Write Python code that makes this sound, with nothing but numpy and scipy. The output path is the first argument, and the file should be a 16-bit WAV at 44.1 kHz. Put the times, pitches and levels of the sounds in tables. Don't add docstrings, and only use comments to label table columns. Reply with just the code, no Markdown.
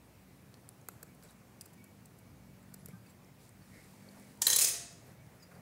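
import sys
import numpy as np
from scipy import signal
from scipy.fft import rfft, irfft, next_fast_len
from scipy.io import wavfile
from scipy.ndimage import uniform_filter1d, map_coordinates

SR = 44100
rng = np.random.default_rng(int(sys.argv[2]) if len(sys.argv) > 2 else 0)


def dump(signal):
    limited = np.clip(np.atleast_2d(signal).T, -1, 1)
    pcm = np.round(limited * 32767).astype(np.int16)
    wavfile.write(sys.argv[1], SR, pcm)


def amplitude_ratio(level_db):
    exponent = np.asarray(level_db, float) / 20
    return 10 ** exponent


N = 247576
TIME_S = np.arange(N) / SR


def unit(x):
    return x / np.sqrt(np.mean(x ** 2) + 1e-20)


def along(points, hz):
    f, v = np.transpose(points)
    return np.interp(np.log(hz + 1), np.log(f + 1), v)


def filtered(x, response):
    m = next_fast_len(len(x) + 8192)
    return irfft(rfft(x, m) * response(np.fft.rfftfreq(m, 1 / SR)), m)[:len(x)]


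def coloured(x, spectrum):
    return filtered(x, lambda hz: amplitude_ratio(along(spectrum, hz)))


def modes(rows):
    def response(f):
        total = 0
        for k, (centre, width, db) in enumerate(rows):
            resonance = 1j * f * width / (centre * centre - f * f + 1j * f * width)
            total = total + (-1) ** k * amplitude_ratio(db) * resonance
        return total
    return response


def noise(spectrum, patchy_db):
    z = signal.stft(rng.standard_normal(N + 512), nperseg=512)[2]
    field = uniform_filter1d(rng.standard_normal(z.shape), size=6, axis=0)
    field = uniform_filter1d(field, size=10, axis=1)
    x = signal.istft(z * amplitude_ratio(patchy_db * unit(field)), nperseg=512)[1][:N]
    return unit(coloured(x, spectrum))


def wander(rate_hz, count):
    return map_coordinates(rng.standard_normal(count), [TIME_S * rate_hz])


def swells(rows):
    total = 0
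    for start_s, length_s, *db in rows:
        arch = np.sin(np.pi * np.clip((TIME_S - start_s) / length_s, 0, 1))
        total = total + amplitude_ratio(np.array(db))[:, None] * arch
    return total


def contacts(rows, colour, body, sharp, hold, broad_db, knock_db):
    out, t = np.zeros(N + SR), np.arange(SR // 8) / SR
    for start_s, db, low_db, hz, rise_s, length_s in rows:
        push = amplitude_ratio(-60 * (t / length_s) ** hold) * (1 - np.exp(-t / rise_s))
        burst = push * rng.standard_normal(len(t))
        peak = filtered(burst, modes([(hz, hz / sharp, 0)]))
        broad = filtered(burst, lambda f: modes(colour)(f) / (1 + 1j * f / (1.95 * hz)) ** 2)
        bright = peak + amplitude_ratio(broad_db) * broad
        knock = filtered(burst + 2.0 * push ** 6, modes(body))
        bright = bright / np.abs(bright).max()
        knock = knock / np.abs(knock).max()
        out[round(start_s * SR):][:len(t)] += amplitude_ratio(db) * (bright + amplitude_ratio(low_db + knock_db) * knock)
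    return out[:N]


# time in seconds, shaft speed in Hz, level in dB.
ENGINE_SPEED = [(0, 47.97, -70.5), (.7, 48.08, -69), (1.2, 45.86, -67), (2.05, 50.4, -66),
                (2.3, 46.36, -63), (2.9, 47.28, -59.5), (3.4, 47.33, -67.5), (3.85, 48.1, -63.5),
                (4.2, 49.6, -59.5), (4.55, 51.6, -65), (5, 50.04, -75), (5.2, 45.1, -81.5),
                (5.6, 43.7, -57)]
# multiple of shaft speed, level in dB.
SHAFT_ORDERS = [(2, -6.5), (3, -3), (4, 2.5), (5, -2.5), (6, -12.5)]


def engine():
    s, shaft_hz, level_db = np.transpose(ENGINE_SPEED)
    turns = np.cumsum(np.interp(TIME_S, s, shaft_hz)) / SR
    total = 0
    for order, db in SHAFT_ORDERS:
        waver = amplitude_ratio(2.1 * wander(6, 64))
        total = total + amplitude_ratio(db) * waver * np.sin(2 * np.pi * round(order) * turns)
    return amplitude_ratio(np.interp(TIME_S, s, level_db) - 0.5) * total


# frequency in Hz, density in dB per Hz.
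AIR_SPECTRUM = [(20, -49), (40, -38), (52, -26), (75, -9.5), (102, -3.5), (185, -6.5), (394, -15.5),
                (641, -17.5), (988, -21.5), (1480, -25), (2400, -26), (3200, -32.5), (5880, -33),
                (16000, -34.5)]
# start in seconds, length in seconds, level in dB.
TRUCK_PASSES = [
    (.2, 0.97, -77),
    (2.2, .3, -67),
    (2.8, 0.26, -64),
    (4.7, 0.78, -62.5),
]


def outdoors():
    air_db, mains_db, mains_hz = -58, -71.5, 60
    beat_hz, beat_at_s, beat_share = 0.86, 1.25, 0.54

    def hum(hz, width_hz):
        return unit(filtered(rng.standard_normal(N), lambda f: modes([(hz, width_hz, 0)])(f) ** 2))

    air = amplitude_ratio(air_db - 0.5) * noise(AIR_SPECTRUM, patchy_db=1.22)
    beat = 1 + beat_share * np.cos(2 * np.pi * beat_hz * (TIME_S - beat_at_s))
    mains = beat * (np.sin(2 * np.pi * mains_hz * TIME_S) + 0.3 * hum(61, 6.9))
    traffic = (amplitude_ratio(-71) + swells(TRUCK_PASSES)[0]) * hum(123.0, 59.4)
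    return air + amplitude_ratio(mains_db) * mains + traffic + engine()


# start in seconds, peak in dB, pitch in Hz, length in seconds.
SQUEAK_EVENTS = [(1.282, -62, 3880, 0.062), (1.248, -54, 7900, .015), (2.785, -61, 10800, 0.067),
                 (3.068, -55.5, 4690, 0.015), (3.092, -61, 7570, .045), (3.615, -61, 4550, 0.046),
                 (4.087, -47, 4500, 0.01), (5.065, -57, 13760, .015), (5.399, -60, 5170, .041),
                 (5.42, -51.5, 4860, 0.054), (5.42, -57.5, 6770, .046)]


def squeaks():
    rise_share, waver_rad = 0.15, 1
    out, t = np.zeros(N + SR), np.arange(SR // 8) / SR
    for start_s, db, hz, length_s in SQUEAK_EVENTS:
        shape = amplitude_ratio(-60 * (t / length_s) ** 2.04) * (1 - np.exp(-t / (rise_share * length_s)))
        waver = waver_rad * map_coordinates(rng.standard_normal(128), [t * 600])
        out[round(start_s * SR):][:len(t)] += amplitude_ratio(db) * shape * np.sin(2 * np.pi * hz * t + waver)
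    return out[:N]


# start in seconds, peak in dB, stem knock in dB, bright pitch in Hz.
FIBRE_SNAPS = [(0.541, -44.5, -22, 4350), (0.571, -62.5, -5.5, 10400), (0.643, -63, -8, 5270),
               (0.6897, -34, -35, 10000), (0.8129, -52.5, -19, 6600), (0.886, -30, -18.5, 11730),
               (0.8865, -37, -40, 6500), (1.1488, -53, -18, 10700), (1.2254, -51, -17, 4800),
               (1.3075, -50, -20, 9780), (1.481, -56, -25, 6600), (1.6104, -33.5, -44, 9350),
               (1.6106, -37, -48, 4800), (2.628, -55, -24, 7900), (2.8484, -59, -16, 10800),
               (2.859, -32.5, -31, 11000), (3.246, -54, -31, 5254), (3.492, -47, -25, 8500),
               (4.1973, -46, -26, 9700), (4.374, -52, -18, 9000), (4.926, -49, -23, 7640),
               (5.265, -55, -27, 4700), (5.552, -56, -18.5, 4800)]
# start in seconds, peak in dB, stem knock in dB,
# bright pitch in Hz, length in seconds.
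FIBRE_TEARS = [(1.028, -34.5, -18.5, 9000, 0.0088), (1.232, -49, -32, 7900, .015),
               (1.613, -41, -24, 11000, 0.013), (1.656, -44, -19.5, 9700, 0.013),
               (1.728, -52, -22, 11000, .028), (1.839, -46.5, -22, 10900, 0.013),
               (2.0555, -47.5, -32, 9000, 0.01), (2.185, -49.5, -27, 10920, .016),
               (2.739, -38, -22.5, 11210, 0.012), (2.885, -42.5, -12.5, 11400, 0.0042),
               (3.1, -56, -25, 11000, .022), (3.06, -58, -7, 7700, 0.01), (5.423, -55, -26.5, 12000, 0.031),
               (5.509, -63, 2, 4760, 0.031)]
# frequency in Hz, width in Hz, level in dB.
FIBRE_COLOUR = [(4300, 870, -8.5), (7760, 1030, 0.5), (11070, 1030, 0.5), (14800, 1600, 1)]
# frequency in Hz, width in Hz, level in dB.
STEM_MODES = [(450, 110, -2.5), (794, 280, -12), (1412, 160, -1.5), (2576, 69, -6)]


def stem():
    rise_s, snap_s, tear_rise_share = 0.00027, 0.0091, 0.11
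    snaps = []
    for start_s, db, low_db, hz in FIBRE_SNAPS:
        length_s = snap_s * (1 + amplitude_ratio(0.12 * 4.8 * (db + low_db + 50)))
        snaps.append((start_s, db, low_db, hz, rise_s, length_s))
    tears = [(*row, tear_rise_share * length_s, length_s) for *row, length_s in FIBRE_TEARS]
    cracking = contacts(snaps, FIBRE_COLOUR, STEM_MODES, sharp=15.0, hold=0.7, broad_db=-7.5, knock_db=12.5)
    tearing = contacts(tears, FIBRE_COLOUR, STEM_MODES, sharp=12.4, hold=3.8, broad_db=5.5, knock_db=9.5)
    return cracking + tearing + squeaks()


# start in seconds, level in dB, length in seconds.
INSECT_CHIRPS = [
    (1.074, -71, 0.033),
    (1.777, -64.5, 0.04),
    (1.858, -69, 0.047),
    (2.15, -75, 0.13),
    (2.39, -77, 0.16),
    (3.049, -72, 0.043),
    (4.002, -72.5, 0.13),
    (4.18, -73, 0.13),
    (5.18, -71, .05),
]


def insect():
    pitch_hz, rise_s, fall_s = 2259, 0.0053, 0.07
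    shape = 0
    for start_s, db, length_s in INSECT_CHIRPS:
        age_s = TIME_S - start_s
        fall = amplitude_ratio(-40 * np.clip(age_s - length_s, 0, 1) / fall_s)
        shape = shape + amplitude_ratio(db) * np.clip(age_s / rise_s, 0, 1) * fall
    loudness = amplitude_ratio(0.5 + 1.7 * wander(60, 400))
    return shape * loudness * np.sin(2 * np.pi * pitch_hz * TIME_S + 0.79 * wander(60, 400))


# start in seconds, length in seconds, fizz in dB, body in dB.
HAND_MOVES = [(1.225, 0.058, -65, -62), (1.27, 0.07, -64.5, -65), (2.78, 0.062, -74, -82),
              (2.86, 0.07, -67, -66), (3.05, 0.085, -71, -72), (3.38, 0.13, -66, -70),
              (3.55, 0.58, -66, -65.5), (3.71, 0.11, -95, -64), (4.0, 0.45, -65.5, -65.5),
              (5.0, 0.17, -68.5, -62.5), (5.2, 0.4, -74.5, -67.5), (5.48, 0.17, -73, -62)]
# frequency in Hz, density in dB per Hz.
SKIN_FIZZ = [(2500, -13), (4500, -3.5), (6000, -6.5), (8500, -3.5), (12000, -7.5), (16000, -19)]
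# frequency in Hz, density in dB per Hz.
SLEEVE_CLOTH = [(250, -6), (500, 4.5), (1000, -7), (2200, -4.5), (3200, -31)]


def hands():
    fizz, body = swells(HAND_MOVES)
    grain = unit(amplitude_ratio(1.45 * unit(uniform_filter1d(rng.standard_normal(N), size=120))))
    return fizz * grain * noise(SKIN_FIZZ, patchy_db=0.3) + body * noise(SLEEVE_CLOTH, patchy_db=3.5)


# frequency in Hz, level in dB, t60 in seconds.
POT_MODES = [(111, -41, 0.18), (181, -37, .12), (1213, -56, 0.12), (1570, -58, 0.24)]


def thud():
    t = np.clip(TIME_S - 2.928, 0, None)
    total = 0
    for hz, db, t60_s in POT_MODES:
        total = total + amplitude_ratio(db - 60 * t / t60_s) * np.sin(2 * np.pi * hz * t)
    return total * (1 - np.exp(-t / 0.0088))


# start in seconds, level in dB, pitch in Hz, t60 in seconds.
BUTT_HITS = [
    (4.385, -56, 934, .06),
    (4.4155, -41, 909, 0.1),
    (4.468, -43, 1093, 0.16),
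]


def butt():
    total = 0
    for start_s, db, hz, t60_s in BUTT_HITS:
        age_s = TIME_S - start_s
        shape = amplitude_ratio(db - 60 * np.clip(age_s, 0, 9) / t60_s) * np.clip(age_s / 0.0011, 0, 1)
        total = total + shape * np.sin(2 * np.pi * hz * TIME_S)
    return total


# start in seconds, level in dB, hold in seconds, t60 in seconds.
BLADE_SHAKES = [
    (4.414, -31.5, .008, .08),
    (4.472, -27, .006, 0.37),
    (4.58, -28.5, 0.021, 0.36),
    (4.672, -36.5, .02, 0.048),
]
# frequency in Hz, density in dB per Hz.
CHATTER_SPECTRUM = [(150, -44.5), (400, -11), (1000, -21.5), (2000, -10), (3500, -12.5), (6500, -4.5),
                    (9500, -2.5), (13000, -6.5), (16000, -3)]


def rattle():
    blows = rng.standard_normal(N) * amplitude_ratio(6.7 * rng.random(N)) * (rng.random(N) < 0.18)
    blows = blows * amplitude_ratio(2.2 * wander(250, 2000))
    shake = 0
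    for start_s, db, hold_s, t60_s in BLADE_SHAKES:
        age_s = TIME_S - start_s
        decay = amplitude_ratio(db - 60 * np.clip(age_s - hold_s, 0, 1) / t60_s)
        shake = shake + decay * np.clip(age_s / 0.0086, 0, 1)
    return unit(coloured(blows, CHATTER_SPECTRUM)) * shake


# start in seconds, peak in dB, bright pitch in Hz, length in seconds.
STONE_BOUNCES = [(4.4172, -24, 9870, .03), (4.4181, -14, 7180, 0.063), (4.4671, -9, 4080, 0.031),
                 (4.4684, -12, 11740, 0.042), (4.499, -15, 6500, 0.073), (4.526, -22, 3290, 0.05),
                 (4.529, -14.5, 7250, .06), (4.5613, -11.5, 13800, .018), (4.5649, -10.5, 10200, .03),
                 (4.5874, -15, 9130, 0.045), (4.612, -15, 8900, 0.11), (4.6419, -21, 5270, 0.02),
                 (4.6434, -20, 14140, 0.027), (4.645, -15, 6500, 0.029), (4.67, -22.5, 6330, 0.047)]
# frequency in Hz, width in Hz, level in dB.
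STONE_COLOUR = [(3300, 1280, -4.5), (6500, 10200, -1), (9640, 5300, 3), (14400, 3000, -21)]
# frequency in Hz, width in Hz, level in dB.
HANDLE_MODES = [(245, 230, -9.5), (500, 196, -0.5), (1030, 410, -1.5), (1410, 340, -1), (2150, 1400, -7.5)]
# frequency in Hz, width in Hz, level before and level after tipping over in dB.
BLADE_MODES = [(687, 8.9, -13, 17.5), (902, 32, 8, -7), (1827, 62, 6, -9), (2597, 90, 1.5, 9.5),
               (3220, 150, 1.5, -22.5), (5020, 50, -2.5, 6), (5150, 64, 0, 8.5), (6290, 48, 6.5, -24.5),
               (6470, 88, -6, 0.5), (6930, 90, -7, 7), (7700, 26, -13.5, 1), (8970, 80, -2.5, 6.5),
               (9960, 120, 3, -12), (10400, 120, -6.5, 4.5)]


def knife():
    tip_over_s, hard_rise_s = 4.578, 0.0006
    handle_db, handle_grows, handle_fade_db_per_s = -38.5, 0.43, 33
    rows = []
    for start_s, db, hz, length_s in STONE_BOUNCES:
        fade_db = handle_fade_db_per_s * abs(start_s - STONE_BOUNCES[2][0])
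        knock_db = handle_db + (handle_grows - 1) * db - fade_db
        rise_s = hard_rise_s
        if start_s > STONE_BOUNCES[3][0]:
            rise_s = hard_rise_s * (length_s / 0.041) ** 1.9
        rows.append((start_s, db, knock_db, hz, rise_s, length_s))
    blows = contacts(rows, STONE_COLOUR, HANDLE_MODES, sharp=16.3, hold=0.94, broad_db=-5.5, knock_db=9.5)
    chatter = rattle()
    drive, late = blows + amplitude_ratio(4.0) * chatter, TIME_S > tip_over_s
    hz, width, before_db, after_db = np.transpose(BLADE_MODES)
    ringing = filtered(drive * ~late, modes(list(zip(hz, width, before_db))))
    ringing = ringing + filtered(drive * late, modes(list(zip(hz, width, after_db))))
    handle = filtered(chatter, modes(HANDLE_MODES))
    return blows + amplitude_ratio(0.5) * chatter + amplitude_ratio(-1.0) * ringing + amplitude_ratio(-13) * handle


# frequency in Hz, t60 in seconds.
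PORCH_DECAY = [(300, 1), (1500, 0.79), (5000, 0.6), (8000, 0.54), (12000, 0.36), (16000, 0.17)]


def porch(x):
    hz, t, z = signal.stft(rng.standard_normal(SR), SR, nperseg=256)
    decay = amplitude_ratio(-60 * t / along(PORCH_DECAY, hz)[:, None])
    tail = signal.istft(z * decay * np.clip(t / 0.024, 0, 1), SR, nperseg=256)[1]
    return signal.fftconvolve(np.pad(x, (200, 0)), tail / np.linalg.norm(tail))[:N]


def scene():
    cut, drop = stem(), knife() + butt()
    echo = porch(amplitude_ratio(-16.5) * cut + amplitude_ratio(-6.5) * drop)
    return (cut + drop + echo + hands() + thud() + insect() + outdoors())[None]


def low_pass(x):
    return signal.sosfilt(signal.butter(12, 16650, fs=SR, output="sos"), x)


# frequency in Hz, gain in dB.
BAND_LIMIT = [(15000, -1), (15700, -0.5), (15950, -24), (16600, -50), (16700, -100)]


def record(dry):
    mix = coloured(dry[0], BAND_LIMIT)[None]
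    return low_pass(mix)


dry = scene()
out = record(dry)
dump(out)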